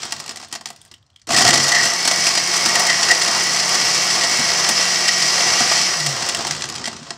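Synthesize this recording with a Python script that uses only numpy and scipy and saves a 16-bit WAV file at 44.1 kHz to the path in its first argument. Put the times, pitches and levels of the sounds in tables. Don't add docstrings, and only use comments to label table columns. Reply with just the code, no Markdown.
import sys
import numpy as np
from scipy import signal
from scipy.fft import rfft, irfft, next_fast_len
from scipy.io import wavfile

SR = 44100
rng = np.random.default_rng(int(sys.argv[2]) if len(sys.argv) > 2 else 0)


def how_loud(loudness_db):
    steps = np.asarray(loudness_db, float) / 20
    return 10 ** steps


def store_wav(level_fs):
    pcm = np.round(np.clip(np.atleast_2d(level_fs), -1, 1) * 32767)
    wavfile.write(sys.argv[1], SR, pcm.T.astype(np.int16))


N = 316197


def rms_one(x):
    return x / np.sqrt(np.mean(x ** 2) + 1e-20)


def in_time(rows, outside=None):
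    s, *columns = np.transpose(rows)
    return [np.interp(np.arange(N) / SR, s, c, outside, outside) for c in columns]


def drift(rate_hz):
    r = np.exp(-2 * np.pi * rate_hz / SR)
    wander = signal.lfilter([1], [1, -2 * r, r * r], rng.standard_normal(N + SR))
    return rms_one(wander[SR:])


def coloured(spectrum, modes=()):
    hz, level_db = np.transpose(spectrum)
    grid = np.maximum(np.arange(4097) * SR / 8192, 1)
    shape_db = np.interp(np.log(grid), np.log(hz), level_db)
    for mode_hz, width_hz, lift_db in modes:
        shape_db = shape_db + lift_db / (1 + (2 * (grid - mode_hz) / width_hz) ** 2)
    cepstrum = irfft(shape_db * np.log(10) / 20)
    cepstrum[1:4096] *= 2
    cepstrum[4097:] = 0
    return irfft(np.exp(rfft(cepstrum)))


def resonant(x, modes, plain_db):
    out = how_loud(plain_db) * x
    for k, (hz, width_hz, level_db) in enumerate(modes):
        r = np.exp(-np.pi * width_hz / SR)
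        b = (1 - r * r) / 2 * np.array([1, 0, -1])
        a = [1, -2 * r * np.cos(2 * np.pi * hz / SR), r * r]
        out = out + (-1) ** k * how_loud(level_db) * signal.lfilter(b, a, x)
    return out


def rung_noise(modes):
    once = resonant(rng.standard_normal(N), modes, plain_db=-90)
    return rms_one(resonant(once, modes, plain_db=-90))


# from_hz, to_hz
RANGES_HZ = [
    (25, 400),
    (400, 1500),
    (1500, 8500),
    (8500, 19000),
]


def band(x, k):
    return signal.sosfilt(signal.butter(3, RANGES_HZ[k], "band", fs=SR, output="sos"), x)


# pitch_hz, width_hz, lift_db
JAR_MODES = [(102, 28, 0.5), (145, 14, 5.5), (229, 22, 4), (348, 39, 9.5), (707.4, 114, 10), (881, 23, 9),
             (1146, 140, 6), (1933, 125, 10.5), (2770, 100, 7), (3183, 125, 6.5), (4370, 410, 6),
             (4946, 213, 8.5), (5273, 89, 10), (5470, 59, 9), (5820, 113, 9), (6060, 110, 8),
             (7070, 250, 6.5), (7980, 240, 5), (8580, 120, -5.5), (10120, 360, 5.5)]


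def jar(forces, spectrum, ring):
    detune = 0.0092
    lower = coloured(spectrum, np.array(JAR_MODES) * [1 - detune, 1, ring])
    higher = coloured(spectrum, np.array(JAR_MODES) * [1 + detune, 1, ring])
    white = rng.standard_normal((2, N))
    drive = np.zeros(N)
    for k, force in enumerate(forces):
        drive += force * band(white[k % 2], k) / np.linalg.norm(band(lower, k))
    lean = np.pi / 4 * (1 + np.tanh(drift(2.65)))
    low_ring = signal.fftconvolve(drive * np.cos(lean), lower)
    high_ring = signal.fftconvolve(drive * np.sin(lean), higher)
    return (low_ring + high_ring)[:N]


def chips(per_s, spread_db, t60):
    sizes = how_loud(spread_db * np.minimum(rng.exponential(1, N), 3))
    struck = rng.random(N) < per_s / SR
    return rms_one(signal.lfilter([1], [1, -how_loud(-60 / (t60 * SR))], sizes * struck))


FULL_CHURN_DB = -20


def follower(churn_db, full_db, below, above, heave_db, shudder_db):
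    heave, = in_time([(1.265, 0), (1.28, 1), (1.593, 1), (1.623, 0)])
    shudder = np.exp(-((np.arange(N) / SR - 6.75) / 0.34) ** 2)
    excess_db = churn_db - FULL_CHURN_DB
    follow_db = np.where(excess_db < 0, below, above) * excess_db
    return full_db + follow_db + heave_db * heave + shudder_db * shudder


# time_s, level_db
CHURN = [(0, -33), (.51, -49.5), (.754, -52), (1.0, -68), (1.266, -76), (1.275, -31), (1.34, -22.5),
         (1.4, -17), (1.47, -16.5), (1.514, -21.5), (1.6, -17.5), (1.64, -20), (1.77, -19), (5.66, -16.5),
         (5.86, -15), (5.96, -18.5), (6.484, -29.5), (7.17, -42.5)]
# full_churn_db, db_per_db_below, db_per_db_above, heave_db, shudder_db
RUMBLE = (-41, 0.7, -0.05, 12, 10.5)
SLOSH = (-28.5, 0.84, 0, -1, 1.5)
SPRAY = (-30.5, 1.3, 0.62, -3, -8)
# pitch_hz, level_db (per Hz)
POWERED_COLOUR = [(30, -37), (100, -10), (200, -13.5), (470, -8.5), (1400, -5.5), (2100, -5.5),
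                  (3700, -8.5), (5400, -2), (6200, -4), (6500, -8), (8800, -15.5), (9400, -24),
                  (12000, -31.5), (16500, -43)]
COASTING_COLOUR = [(30, -33), (100, -6.5), (300, -9), (470, -11), (1400, -8.5), (2100, -9.5), (5400, -5),
                   (8800, -13.5), (9400, -31), (16500, -36)]


def slush():
    scour_db, = in_time(CHURN)
    rumble_db, slosh_db, spray_db = (follower(scour_db, *layer) for layer in (RUMBLE, SLOSH, SPRAY))
    hail = chips(per_s=220, spread_db=5.5, t60=0.012)
    splinters = chips(per_s=80, spread_db=3.5, t60=0.012)
    slowing, = in_time([(1.26, 1.5), (1.28, 2.06), (5.9, 0.23), (6.4, 2)])
    splinters = splinters * slowing
    surge = drift(6.5)
    rumble = how_loud(rumble_db + 0.44 * drift(13))
    slosh = how_loud(slosh_db + 0.2 * surge + 1.7 * drift(6.1)) * (0.79 + 0.074 * hail)
    scour = how_loud(scour_db + 0.52 * surge) * (0.62 + 0.11 * hail + 0.042 * splinters)
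    spray = how_loud(spray_db + surge / 2) * (0.71 + 0.12 * hail + 0.27 * splinters)
    forces = np.array([rumble, slosh, scour, spray])
    driven, = in_time([(1.26, 0), (1.27, 1), (6.0, 1), (6.5, 0)])
    powered = jar(forces * np.sqrt(driven), POWERED_COLOUR, ring=0.91)
    coasting = jar(forces * np.sqrt(1 - driven), COASTING_COLOUR, ring=0.45)
    return powered + coasting


# pitch_hz, width_hz, level_db
ROCKING_MODE = (147.5, 22, 0)


def rocking():
    coasting, = in_time([(.98, 1), (1.08, .2), (1.28, 0), (6.2, 0), (6.4, 1)])
    churn_db, = in_time(CHURN)
    sway = rung_noise([ROCKING_MODE])
    level_db = -49 + 0.5 * (churn_db - FULL_CHURN_DB) + 3.4 * drift(5)
    return coasting * how_loud(level_db) * sway


# start_s, peak_db, low_part_db, high_part_db
COAST_LUMPS = [(0.0308, -13.5, -19, -44), (0.052, -23, -6, -17), (0.122, -10, -14, -25.5),
               (0.163, -22, -19, -25), (0.2003, -15.5, -12, -23), (0.24, -24, -15, -32),
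               (0.261, -21, -13, -21.5), (0.2924, -14.5, -15, -28), (0.359, -23, -13, -21),
               (0.399, -26.5, -4.5, -24), (0.4273, -25.5, -7, -38), (0.4843, -49, -16, -27),
               (0.526, -15, -13.5, -22), (0.5511, -18, -13, -24), (0.61, -27, -6, -24),
               (0.6567, -16, -14.5, -26), (0.7026, -26, -6, -19), (0.7615, -34, -25, -19),
               (0.815, -44, -24, -9), (0.85, -42, -15, -12), (0.9134, -28.5, -12.5, -29),
               (0.941, -35, -22, -35), (1.064, -50, -30, -34), (1.101, -52, -23, -39),
               (1.1598, -40, -42, -36), (1.196, -50, -32, -32), (1.216, -40, -43, -34),
               (1.27, -25, -16, -22)]
LAST_LUMPS = [(6, -5, -14, -23), (6.0625, 3, -19.5, -23.5), (6.164, -10, -8, -34), (6.223, -7.5, -13, -33),
              (6.2888, -10, -41, -22), (6.3475, -5.5, -18.5, -27), (6.39, -15, -2.5, -31),
              (6.449, -11.5, -9, -35), (6.468, -10.5, -9.5, -22), (6.509, -6.5, -24, -27),
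              (6.549, -14, -14, -32), (6.579, -27, -23, -36), (6.608, -16, -21, -30),
              (6.6206, -8.5, -32, -37), (6.6394, -11.5, -10, -35), (6.6883, -15, -30, -26),
              (6.7226, -19, -11, -34), (6.753, -16, -26, -32), (6.7799, -16, -30, -39.5),
              (6.841, -12.5, -19, -34), (6.8558, -9, -21, -36), (6.8745, -9.5, -9, -31),
              (6.929, -19.5, -11, -36), (6.965, -22, -13, -39), (7.0285, -26, -28, -42),
              (7.0613, -43, -13, -44), (7.0885, -37, -21, -39), (7.1052, -13, -7.5, -48)]
# start_s, peak_db, low_part_db
START_LUMPS = [(1.273, -31, -18), (1.2894, -11.5, -8), (1.304, -6, -11), (1.3313, -6, -12),
               (1.363, -0.5, -14), (1.406, -3, -6.5), (1.448, -1.5, -12), (1.476, 1.5, -15),
               (1.504, 1, -32), (1.5293, 1, -14), (1.642, -1, -17), (1.6669, -5, -27), (1.687, 0, -27),
               (1.7178, 2, -17), (1.747, 3, -13), (1.854, 0, -18), (2.05, 2, -17), (2.0746, 5.5, -16.5),
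               (2.11, 1, -14), (2.2656, 3.5, -19.5), (2.351, -0.5, -14), (2.374, 3, -18), (2.537, -1, -21)]
RUN_LUMPS = [(2.6567, 2.5, -13.5), (2.752, 5, -17), (2.794, 1, -13.5), (2.866, 2.5, -37), (2.896, 5, -18),
             (3.028, 4.5, -25), (3.0845, 1, -29), (3.1097, 6.5, -19), (3.215, 4.5, -40), (3.405, -2, -14),
             (3.597, 1.5, -36), (3.627, -1, -27), (3.748, 4.5, -20), (3.813, -1, -19), (3.95, -2, -28),
             (4.087, -13, -36), (4.1054, 2.5, -42), (4.209, 2, -35), (4.2342, 3, -13.5), (4.393, -4, -12),
             (4.688, 4.5, -11), (5.08, 7, -29), (5.2006, -10, -29), (5.2183, 1, -24), (5.239, -13, -25),
             (5.2952, -3, -30), (5.5177, -8, -29), (5.602, 3.5, -8.5), (5.7124, -8.5, -1),
             (5.7754, 0.5, -16)]
BRITTLE_S = [1.3032, 1.4047, 1.6669, 1.688, 2.752, 2.7944, 3.747, 3.95, 4.3944, 4.689]
# start_s, peak_db
COAST_PIECES = [(.0196, -21), (.1088, -24), (.1934, -23), (.2785, -18), (.3094, -22), (.371, -19),
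                (.414, -27), (.436, -28), (.4464, -28), (.514, -29), (.5374, -21), (.558, -23), (.671, -23),
                (.687, -28), (.86, -42), (.9797, -48), (6.285, -11), (6.2944, -9), (6.408, -13),
                (6.4234, -17), (6.476, -13), (6.521, -14), (6.535, -17), (6.564, -16), (6.5917, -20),
                (6.6544, -18), (6.6983, -13), (6.7414, -21), (6.76, -19), (6.7944, -23), (6.8621, -16),
                (6.88, -16)]
START_PIECES = [(1.3184, -5), (1.344, -6), (1.3724, -3), (1.383, -1), (1.3924, -8), (1.4154, -5),
                (1.4214, -5), (1.4424, -6), (1.464, -4), (1.487, 0), (1.5378, 1), (1.555, -2),
                (1.5754, -1.5), (1.5984, -1), (1.6094, -12)]
RUN_PIECES = [(1.833, 6), (2.2114, -14), (2.2444, -7), (2.307, 5), (2.5905, -5), (2.9974, -3), (3.2585, 0),
              (3.278, 6), (3.3254, -13), (3.4724, -8), (3.5064, -8), (3.7004, -17), (3.7324, -13),
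              (3.8324, -12), (4.1594, -16), (4.2464, 1), (4.3604, -12), (4.4774, -7), (4.6404, -10),
              (4.9382, -16), (4.9606, -16), (4.9974, -2), (5.1194, 1), (5.3374, -8), (5.3844, -14),
              (5.4234, -17), (5.4714, -15), (5.7244, -5), (5.8114, 7)]
PIECE_DB = (-1.5, -0.5, -6)
PIECE_HIGH_DB = (-29, -26, -29)
# time_s, rise_s, t60_s
CRUNCH = [
    (1.26, .0003, 0.046),
    (1.3, 0.002, 0.065),
    (1.6, 0.0033, 0.046),
    (5.9, 0.0072, 0.045),
    (6.3, .0006, 0.036),
]
# pitch_hz, level_db (per Hz)
ICE_COLOUR = [(60, -21.5), (230, 9.5), (480, -8.5), (700, -2), (2900, -5.5), (5000, -4), (6400, -5),
              (8900, -5.5), (9600, -15), (12000, -19.5), (14600, -26), (16500, -28)]


def lumps():
    forces = np.zeros((4, N))
    grind, decay = in_time(CRUNCH)
    powered = []
    for s, peak_db, low_db in START_LUMPS + RUN_LUMPS:
        brittle = np.isclose(BRITTLE_S, s, atol=1 / 200).any()
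        powered.append((s, peak_db, low_db, rng.normal(-31, 3.5) + 7.5 * brittle))
    pieces = []
    for k, table in enumerate([COAST_PIECES, START_PIECES, RUN_PIECES]):
        pieces += [(s, peak_db + PIECE_DB[k], -19, PIECE_HIGH_DB[k]) for s, peak_db in table]
    for s, peak_db, low_db, high_db in COAST_LUMPS + powered + LAST_LUMPS + pieces:
        i = round(s * SR)
        t60 = decay[i]
        t = np.arange(min(round(1.5 * t60 * SR), N - i)) / SR
        level_db = peak_db + np.array([low_db - 14.0, low_db - 3.0, -8, high_db + 7.5])
        rise = 1 - np.exp(-t / (grind[i] + np.array([[.004], [.001], [.0001], [.0001]])))
        fall = how_loud(-60 * t / (t60 * np.array([[1.5], [1.2], [.95], [.7]])))
        fall *= 1 + 0.6 * how_loud(-60 * t / 0.007)
        forces[:, i:i + len(t)] += how_loud(level_db)[:, None] * rise * fall
    return jar(forces, ICE_COLOUR, ring=0.92)


# start_s, peak_db
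TICKS = [(0.2786, -29), (0.3174, -26), (0.4836, -34), (0.687, -32), (0.7294, -36), (0.7607, -38),
         (0.815, -33), (0.85, -41), (0.878, -43), (0.9393, -26), (1.027, -44), (1.064, -55), (1.1019, -45),
         (1.131, -55), (1.161, -33), (1.1952, -42)]
# pitch_hz, width_hz, level_db
BLADE_HUB = [(1520, 120, -20), (3330, 310, 5), (8800, 230, 0), (11450, 486, -15), (14600, 900, -24)]


def coupling():
    loose, = in_time([(.7, 0), (.8, 1), (1.25, 0.61), (1.27, .4), (1.3, 0)])
    rattle = how_loud(-60) * chips(per_s=55, spread_db=7, t60=0.02) * loose
    touch = np.zeros(N)
    for s, peak_db in TICKS:
        i = round(s * SR)
        touch[i:i + 800] += how_loud(peak_db + 4 - 60 * np.arange(800) / SR / 0.019)
    noise = rng.standard_normal(N)
    shrill_db, = in_time([(.9, 3.0), (.97, -13)])
    shrill = how_loud(shrill_db) * touch * noise
    dull_ring = resonant((touch + rattle) * noise, BLADE_HUB[:2], plain_db=-40)
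    return dull_ring + resonant(shrill, BLADE_HUB[2:], plain_db=-40)


# start_s, housing_ring_db, length_s
JOLTS = [
    (1.353, -19, 0.066),
    (1.4, -21, .1),
    (1.469, -17, 0.18),
    (2.757, -18, 0.061),
    (5.09, -21, 0.036),
    (5.222, -23, 0.029),
    (1.72, -17, 0.27),
    (2.894, -13.5, 0.1),
    (3.11, -13, 0.031),
    (4.231, -18, 0.069),
]


def strain():
    pulling, = in_time([(1.28, 0), (1.32, 1), (6.1, 1), (6.3, 0)])
    force = how_loud(-34) * pulling
    for s, peak_db, length in JOLTS:
        jolt_db, = in_time([(s - 0.031, peak_db - 24), (s, peak_db), (s + length, peak_db - 24)], -120)
        force = force + how_loud(jolt_db)
    return force


# start_s, peak_db
THUMPS = [(.6, -38), (.92, -43), (1.299, -18), (1.385, -25), (1.49, -12), (1.531, -24), (1.807, -35),
          (1.943, -39), (3.824, -23), (4.016, -40), (4.389, -15), (6.51, -31), (6.803, -23.5), (6.88, -29),
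          (6.95, -28), (7.015, -25)]
# pitch_hz, width_hz, level_db
BASE_MODES = [(97, 6.3, -16), (150, 27, 3), (249, 19, 8), (275, 29, -2.5)]
# pitch_hz, width_hz, level_db
HOUSING_MODES = [(700, 53, -5.5), (1926, 167, 0)]
# time_s, level_db
GROAN = [(1.29, -58), (1.33, -21), (1.38, -30), (1.44, -28), (1.47, -21.5), (1.53, -26.5), (1.58, -32),
         (1.62, -60)]


def housing():
    shake = strain() * how_loud(3 * drift(10)) * rng.standard_normal(N)
    ringing = resonant(resonant(shake, HOUSING_MODES, plain_db=-90), HOUSING_MODES, plain_db=-90)
    push = np.zeros(N)
    for s, peak_db in THUMPS:
        push[round(s * SR)] = how_loud(peak_db + 38.0)
    push = signal.lfilter([.05], [1, -.95], push)
    thumps = resonant(push, BASE_MODES, plain_db=-40)
    groan_db, = in_time(GROAN, -120)
    groan = how_loud(groan_db) * rung_noise(HOUSING_MODES[:1])
    return groan + how_loud(19.0) * ringing + thumps


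# time_s, pitch_hz (turns per s), level_db
ROTOR = [
    [(1.35, 105, -50), (1.42, 112, -39), (1.465, 119, -25), (1.51, 125, -37), (1.58, 136, -42),
     (1.64, 144, -34), (1.71, 150, -44), (1.84, 166, -39), (1.91, 174, -48), (1.95, 178, -44)],
    [(5.88, 181, -44), (5.94, 166, -48), (5.99, 159, -38), (6.03, 150, -39), (6.086, 143, -28),
     (6.16, 126, -39), (6.22, 118, -48), (6.3, 108, -62)],
]
# time_s, pitch_hz
BARS = [(1.96, 2128), (2.29, 2152), (2.62, 2158), (3.06, 2124), (3.4, 2150), (3.83, 2146), (4.03, 2179),
        (4.38, 2147), (4.82, 2172), (5.28, 2161), (5.5, 2184), (5.86, 2180)]
# pitch_hz, width_hz, level_db
SQUEAL_MODE = (15000, 260, 0)


def sine(hz):
    return np.sqrt(2) * np.sin(2 * np.pi * np.cumsum(hz) / SR)


def motor():
    mains_hz = 100
    bars_hz, = in_time(BARS)
    turns_hz, glide_db = in_time(sum(ROTOR, []))
    spinning, = in_time([(1.33, 0), (1.4, 1), (6.3, 1), (6.4, 0)])
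    powered, = in_time([(1.27, 0), (1.3, 1), (5.88, 1), (5.92, 0)])
    at_speed, = in_time([(1.93, 0), (1.97, 1), (5.86, 1), (5.9, 0)])
    turns_hz = turns_hz + at_speed * (bars_hz / 12 - turns_hz)
    tone_db = glide_db + at_speed * (-42.5 - glide_db) + drift(6)
    out = spinning * how_loud(tone_db) * sine(turns_hz)
    out += powered * how_loud(-69 + 1.7 * drift(4)) * sine(np.full(N, mains_hz))
    out += at_speed * how_loud(-36.5 + 2 * drift(2.3)) * sine(bars_hz + mains_hz)
    out += at_speed * how_loud(-40 + 3 * drift(2.5)) * sine(bars_hz)
    squeal = at_speed * how_loud(-58 + 3 * drift(12)) * sine(7 * bars_hz + 20 * drift(25))
    return out + resonant(squeal, [SQUEAL_MODE], plain_db=-90)


def kitchen(x):
    t60_s, wall_cut_hz = 0.19, 2600
    size = next_fast_len(N + SR)
    hz = np.arange(size // 2 + 1) * SR / size
    response = 0
    for k, lag in enumerate(rng.uniform(.012, .035, 8)):
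        wall = how_loud(-60 * lag / t60_s) / (1 + 1j * hz / wall_cut_hz) ** 0.44
        loop = wall * np.exp(-2j * np.pi * hz * lag)
        response = response + (-1) ** k * loop / (1 - loop)
    return irfft(rfft(x, size) * response, size)[:N]


# pitch_hz, level_db (per Hz)
ROOM_TONE = [(18, -58), (30, -18), (96, 17), (150, 4), (300, -14), (500, -44), (2500, -48), (3250, -49),
             (5500, -120)]


def scene():
    blender = slush() + rocking() + lumps() + coupling() + housing() + motor()
    hush = signal.fftconvolve(rng.standard_normal(N), coloured(ROOM_TONE))[:N]
    mono = blender + how_loud(-12.5) * kitchen(blender) + how_loud(-61.5) * rms_one(hush)
    return np.array([mono, mono])


def band_limit(x):
    return signal.sosfilt(signal.butter(12, 16330, fs=SR, output="sos"), x)


def record(dry):
    ceiling = .87
    rounded = ceiling * np.tanh((np.abs(dry) / ceiling) ** 2.5) ** .4 * np.sign(dry)
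    top_cut = signal.ellip(12, .3, 60, 15730, fs=SR, output="sos")
    low_cut = signal.butter(2, 42, "high", fs=SR, output="sos")
    mix = signal.sosfilt(low_cut, signal.sosfilt(top_cut, rounded))
    return band_limit(mix)


dry = scene()
out = record(dry)
store_wav(out)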